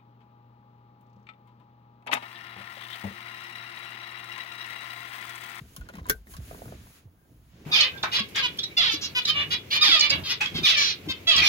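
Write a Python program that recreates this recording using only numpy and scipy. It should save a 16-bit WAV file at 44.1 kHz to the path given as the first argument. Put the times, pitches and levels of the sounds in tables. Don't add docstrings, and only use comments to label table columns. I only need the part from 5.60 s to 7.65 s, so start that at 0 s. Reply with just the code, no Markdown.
import sys
import numpy as np
from scipy import signal
from scipy.fft import rfft, irfft
from scipy.io import wavfile
from scipy.ndimage import uniform_filter1d

SR = 44100
rng = np.random.default_rng(int(sys.argv[2]) if len(sys.argv) > 2 else 0)


def decibels_to_gain(level_db):
    exponent = np.asarray(level_db, float) / 20
    return 10 ** exponent


def wrap_up_sound(samples):
    columns = np.atleast_2d(samples).T
    tamed = np.clip(columns, -1, 1)
    steps = np.round(tamed * 32767).astype(np.int16)
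    wavfile.write(sys.argv[1], SR, steps)


N = 90493

# pitch_hz, relative level_db
AIR_SPECTRUM = [(30, -5.5), (80, 7.5), (200, -2.5), (500, -12.5), (900, -6), (1600, -15), (3000, -25.5),
                (7000, -28.5), (16000, -14)]
# start_s, level_db, brightness_db (gain above 200 Hz)
SEAT_MOVES = [(0, -57.5, 7), (.07, -51.5, -10.5), (.15, -60, 4.5), (.22, -45, -11), (.31, -60.5, 10.5),
              (.4, -48.5, 0.5), (.5, -48.5, 3), (.56, -49, -1.5), (.64, -55.5, -15), (.68, -51.5, 3.5),
              (.75, -51.5, -8.5), (.86, -47, -3.5), (.95, -47, -0.5), (1.14, -48.5, 5.5),
              (1.22, -48.5, -12.5), (1.4, -60, 1), (1.55, -57.5, -5), (1.6, -63.5, -7), (1.66, -73, 14),
              (1.72, -56, -3), (1.9, -56, -10), (1.97, -55.5, 5), (2.05, -54.5, 8)]
# pitch_hz, relative level_db
FOAM_SPECTRUM = [(25, -18), (45, -1), (70, 2), (130, -4.5), (200, -7.5), (320, -13.5), (600, -35),
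                 (1200, -46)]
# start_s, level_db, start_pitch_hz, end_pitch_hz, t60_s
SEAT_THUMPS = [(0.014, -27.5, 172, 94, 0.05), (0.18, -31, 205, 93, 0.07), (0.203, -33.5, 90, 49, 0.086),
               (.297, -43.5, 252.5, 166.6, 0.082), (0.341, -34, 230, 180, .1),
               (0.374, -31.5, 207.7, 160, 0.084), (0.414, -34, 122.4, 50, 0.16),
               (0.511, -27, 205, 120, 0.036), (0.548, -36.5, 68.5, 52.4, 0.4), (0.7858, -28.5, 215, 60, .2),
               (0.876, -36, 90, 75, 0.135), (1.215, -43.5, 120, 61.5, 0.11), (1.454, -37, 150, 82.4, .14),
               (1.707, -42, 150, 102, 0.078), (1.789, -49, 170, 109, 0.095),
               (1.935, -42.5, 170, 110.7, 0.085)]
# start_s, level_db, treble_tilt_db (gain above 7500 Hz)
WEBBING_SLIDE = [(0, -57, -0.5), (.04, -62.5, 0.5), (.14, -58.5, 6.5), (.2, -62.5, 7.5), (.26, -64, -16),
                 (.32, -63, -3), (.4, -60, -29), (.435, -77, -14), (.48, -55, -12), (.56, -63, 9),
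                 (.64, -72, -3), (.68, -68.5, 16), (.72, -55, 12.5), (.79, -62, 3.5), (.82, -58.5, 5),
                 (.88, -54, 5.5), (1.08, -57.5, 8), (1.15, -55.5, -5), (1.3, -58.5, 6.5), (1.39, -59.5, 1),
                 (1.48, -77, -13.5), (1.6, -76, 5), (1.8, -72, 3), (1.9, -67.5, 0.5), (1.97, -60.5, -23),
                 (2.05, -59, -32)]
# pitch_hz, relative level_db
CLOTH_SPECTRUM = [(300, -27), (700, -3), (1500, 4), (3000, 2), (6000, -4), (9000, -4.5), (13000, -5.5),
                  (16000, -7)]
# start_s, end_s, pitch_hz, width_hz, level_db
FAINT_SQUEAK = (1.53, 1.69, 1560, 90, -79)
# start_s, relative shell_db, shell_pitch_hz,
# relative metal_db, contact_ms (decay constant)
PLASTIC_KNOCKS = [(0.164, -48.5, 1070, -34.5, 3.24), (.172, -54.5, 4560, -58, 1),
                  (0.211, -43.5, 1440, -56, 3.4), (0.266, -52.5, 1610, -82, 2.6),
                  (0.288, -37.5, 1404, -46, 2.8), (0.297, -38, 556, -74.5, 3.),
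                  (.329, -53.5, 970, -70, 1.4), (.338, -41, 1900, -53, 1.8), (.354, -42, 1083, -49.5, 4.8),
                  (0.369, -49, 2490, -52.5, 3.), (0.384, -40, 1010, -59, 4), (0.396, -44, 1950, -63.5, 2.2),
                  (0.444, -52.5, 3860, -73.5, 2.5), (.456, -39, 985, -73, 4.5),
                  (0.4668, -62.5, 2020, -40, 1), (.670, -49.5, 1900, -56.5, 2.4),
                  (.738, -42.5, 1016, -45.5, 3.8), (.748, -48.5, 1130, -74, 3.),
                  (.767, -38.5, 4710, -42, 2.4), (0.776, -62, 6500, -61, 5.5)]
# pitch_hz, gain_db
SCUFF_TONE = [(150, -18), (400, -6.5), (1000, 7), (3000, -4), (6000, -29), (12000, -47)]
# start_s, relative level_db, pitch_hz
REEL_TICKS = [(.911, -34.5, 580), (0.942, -50, 1110), (0.947, -34, 600), (.977, -45, 645),
              (1.019, -35, 560), (1.055, -38, 600), (1.08, -40.5, 840), (1.122, -35, 600), (1.14, -49, 810),
              (1.269, -46.5, 950)]
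# start_s, relative level_db,
# noise_ms (decay constant)
LATCH_CLICK = [(.4875, -38.5, 12), (0.4975, -11, 1.64), (.4991, -12, 0.71), (0.5017, -12, 0.62),
               (.506, -29.5, 1.1), (.511, -27.5, 1.7), (.526, -37, 1.7)]
# pitch_hz, relative gain_db
CRACK_TONE = [(300, -22.5), (1150, -19), (1700, 7.5), (3500, -7), (6500, -3), (8000, -5.5), (11000, -2),
              (15000, 4), (17000, -9)]
# pitch_hz, relative gain_db
METAL_TICK_TONE = [(500, -13), (1500, -18), (3200, 3), (6500, -1.5), (11000, 1), (16000, -2)]
# pitch_hz, relative level_db, t60_s
BUCKLE_MODES = [(436, -11.5, 0.11), (567, -8.5, 0.063), (1467.5, -6.5, 0.096), (1557, 0.5, 0.094),
                (1595, -2, 0.028), (1900, -15, 0.024), (2040, -7.5, .03), (2568, -13.5, 0.043),
                (3690, -10, 0.019), (4420, -9.5, 0.065), (4894, -15.5, 0.084), (6260, -8.5, 0.017),
                (6620, -2.5, 0.011), (7470, -21, .03), (9310, -22, 0.0099), (10790, -12, 0.014),
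                (11700, -12.5, 0.015), (15300, 5, 0.0072)]
# pitch_hz, gain_db
ECHO_TONE = [(300, 0.5), (3000, 3), (16000, -5)]


def unit(x):
    return x / np.sqrt(np.mean(x ** 2))


def colour(x, points):
    points = np.array(points, float)
    hz = np.fft.rfftfreq(x.shape[-1], 1 / SR) + 1
    gain_db = np.interp(np.log(hz), np.log(points[:, 0]), points[:, 1])
    return irfft(rfft(x) * decibels_to_gain(gain_db), x.shape[-1])


def curve(table, size):
    points = np.array(table, float)
    t = np.arange(N) / SR
    return [np.interp(t, points[:, 0], points[:, k]) for k in range(1, size + 1)]


def split(x, hz):
    low = signal.sosfiltfilt(signal.butter(2, hz, fs=SR, output="sos"), x)
    return low, x - low


def walk(rate):
    hold = int(SR / rate)
    levels = np.repeat(rng.standard_normal(N // hold + 1), hold)
    return unit(uniform_filter1d(levels, hold)[:N])


def add(out, start_s, x):
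    i = int(start_s * SR)
    out[i:i + len(x)] += x[:N - i]


def decay(t, t60_s):
    return np.exp(-np.log(1000) * t / t60_s)


def contact(ms):
    t = np.arange(2048) / SR
    touch_share = 0.22
    rough = rng.standard_normal(len(t)) * np.exp(-t * 1000 / ms)
    rough = rough / np.sqrt(np.sum(rough ** 2))
    x = np.sqrt(1 - touch_share) * rough + np.sqrt(touch_share) * (t == 0)
    return x * np.sqrt(ms * SR / 2000)


def ring(x, hz, q):
    return signal.lfilter(*signal.iirpeak(hz, q, fs=SR), x) * np.sqrt(q * SR / (4 * hz))


def cabin_air():
    return decibels_to_gain(-66.5) * unit(colour(rng.standard_normal((2, N)), AIR_SPECTRUM))


def seat_rumble():
    level_db, bright_db = curve(SEAT_MOVES, size=2)
    low, high = split(unit(colour(rng.standard_normal(N), FOAM_SPECTRUM)), 200)
    low = low * decibels_to_gain(1.65 * walk(16))
    high = high * decibels_to_gain(bright_db + 2.0 * walk(29.93))
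    creaks_per_s, creak_hz, creak_q = 250, 480, 1.1
    creak_db = -17
    grains = (rng.random(N) < creaks_per_s / SR) * decibels_to_gain(3.9 * rng.exponential(size=N))
    creaks = unit(ring(ring(grains, creak_hz, creak_q), creak_hz, creak_q))
    return decibels_to_gain(level_db) * (low + high) + decibels_to_gain(level_db + bright_db + creak_db) * creaks


def seat_thumps():
    out, t = np.zeros(N), np.arange(SR // 2) / SR
    glide_s, rise_s = 0.01, 0.0045
    for start_s, level_db, start_hz, end_hz, t60_s in SEAT_THUMPS:
        turns = end_hz * t + (start_hz - end_hz) * glide_s * (1 - np.exp(-t / glide_s))
        envelope = (1 - np.exp(-t / rise_s)) * decay(t, t60_s)
        add(out, start_s, -decibels_to_gain(level_db) * envelope * np.sin(2 * np.pi * turns))
    return out


def webbing():
    level_db, tilt_db = curve(WEBBING_SLIDE, size=2)
    fibres_per_s, fibre_spread_db = 4300, 0.6
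    fibre_db = -17.5
    size = (2, N)
    snags = (rng.random(size) < fibres_per_s / SR) * decibels_to_gain(fibre_spread_db * rng.exponential(size=size))
    snags = snags * rng.standard_normal(size)
    hiss = rng.standard_normal(size) + decibels_to_gain(fibre_db) * unit(snags)
    low, high = split(unit(colour(hiss, CLOTH_SPECTRUM)), 7500)
    return decibels_to_gain(level_db + 0.6 * walk(18)) * (low * decibels_to_gain(0.7 * walk(40)) + high * decibels_to_gain(tilt_db))


def squeak():
    start_s, end_s, hz, width_hz, level_db = FAINT_SQUEAK
    progress = np.clip((np.arange(N) / SR - start_s) / (end_s - start_s), 0, 1)
    band = unit(ring(rng.standard_normal(N), hz, hz / width_hz))
    return decibels_to_gain(level_db) * np.sin(np.pi * progress) * band


def reel_ratchet():
    out = np.zeros(N)
    contact_ms, q = 3.5, 0.8
    for start_s, level_db, hz in REEL_TICKS:
        tick = ring(ring(contact(contact_ms), hz, q), hz, q)
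        add(out, start_s, decibels_to_gain(level_db) * tick / np.sqrt(SR / hz / 3))
    return out


def plastic_knocks():
    out = np.zeros(N)
    shell_q, scuff_db = 19, -2
    for start_s, shell_db, hz, _, ms in PLASTIC_KNOCKS:
        shell = ring(contact(ms), hz, shell_q)
        scuff = decibels_to_gain(scuff_db) * colour(contact(2 * ms), SCUFF_TONE)
        add(out, start_s, decibels_to_gain(shell_db) * (shell + scuff))
    return out


def buckle():
    click, ticks, t = np.zeros(N), np.zeros(N), np.arange(6000) / SR
    for start_s, level_db, ms in LATCH_CLICK:
        add(click, start_s, decibels_to_gain(level_db) * contact(ms))
    for start_s, _, _, metal_db, ms in PLASTIC_KNOCKS:
        add(ticks, start_s, decibels_to_gain(metal_db) * contact(ms))
    modes = np.zeros(len(t))
    for hz, level_db, t60_s in BUCKLE_MODES:
        modes += decibels_to_gain(level_db) * np.sin(2 * np.pi * hz * t) * decay(t, t60_s)
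    modes = modes / np.sqrt(np.sum(modes ** 2))
    crack_db, click_ring_db, tick_ring_db = 2.5, -4.5, -13
    excitation = decibels_to_gain(click_ring_db) * click + decibels_to_gain(tick_ring_db) * ticks
    ringing = signal.fftconvolve(excitation, modes)[:N]
    crack = colour(click, CRACK_TONE) + colour(ticks, METAL_TICK_TONE)
    return decibels_to_gain(crack_db) * crack + ringing


def cabin(x):
    t = np.arange(5000) / SR
    t60_s, echo_db = 0.059, -3
    echoes = colour(rng.standard_normal((2, len(t))), ECHO_TONE) * decay(t, t60_s)
    echoes = decibels_to_gain(echo_db) * echoes / np.sqrt(np.sum(echoes ** 2, axis=1, keepdims=True))
    return signal.fftconvolve(x[None], echoes, axes=1)[:, :N]


def scene():
    air = cabin_air()
    soft = seat_rumble() + seat_thumps()
    cloth = webbing()
    hard = squeak() + reel_ratchet() + plastic_knocks() + buckle()
    wet = cabin(hard + split(soft, 350)[1])
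    port_lag = 12
    direct = np.array([0.84 * hard, 0.71 * np.roll(hard, port_lag)])
    sway = decibels_to_gain(-14) * np.array([walk(40), walk(40)])
    return direct + soft * (1 + sway) + wet + air + cloth


def band_limit(x):
    return signal.sosfilt(signal.butter(12, 16990, fs=SR, output="sos"), x)


def record(dry):
    hz, spectrum = np.fft.rfftfreq(N, 1 / SR), rfft(dry)
    middle = spectrum.mean(0)
    width = np.clip(hz / 140, 0.6, 1)
    spectrum = middle + width * (spectrum - middle)
    share = np.clip((hz - 5950) / 1590, 0, 1)
    half_turn = np.exp(1j * np.pi * (np.minimum(hz, 15900) - 6000) / 5000)
    shared = spectrum[0] * np.array([1 / half_turn, half_turn])
    spectrum = np.sqrt(1 - share) * spectrum + np.sqrt(share) * shared
    spectrum = spectrum * decibels_to_gain(-np.clip((hz - 15950) / 10, 0, 26))
    return band_limit(irfft(spectrum, N))


dry = scene()
out = record(dry)
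wrap_up_sound(out)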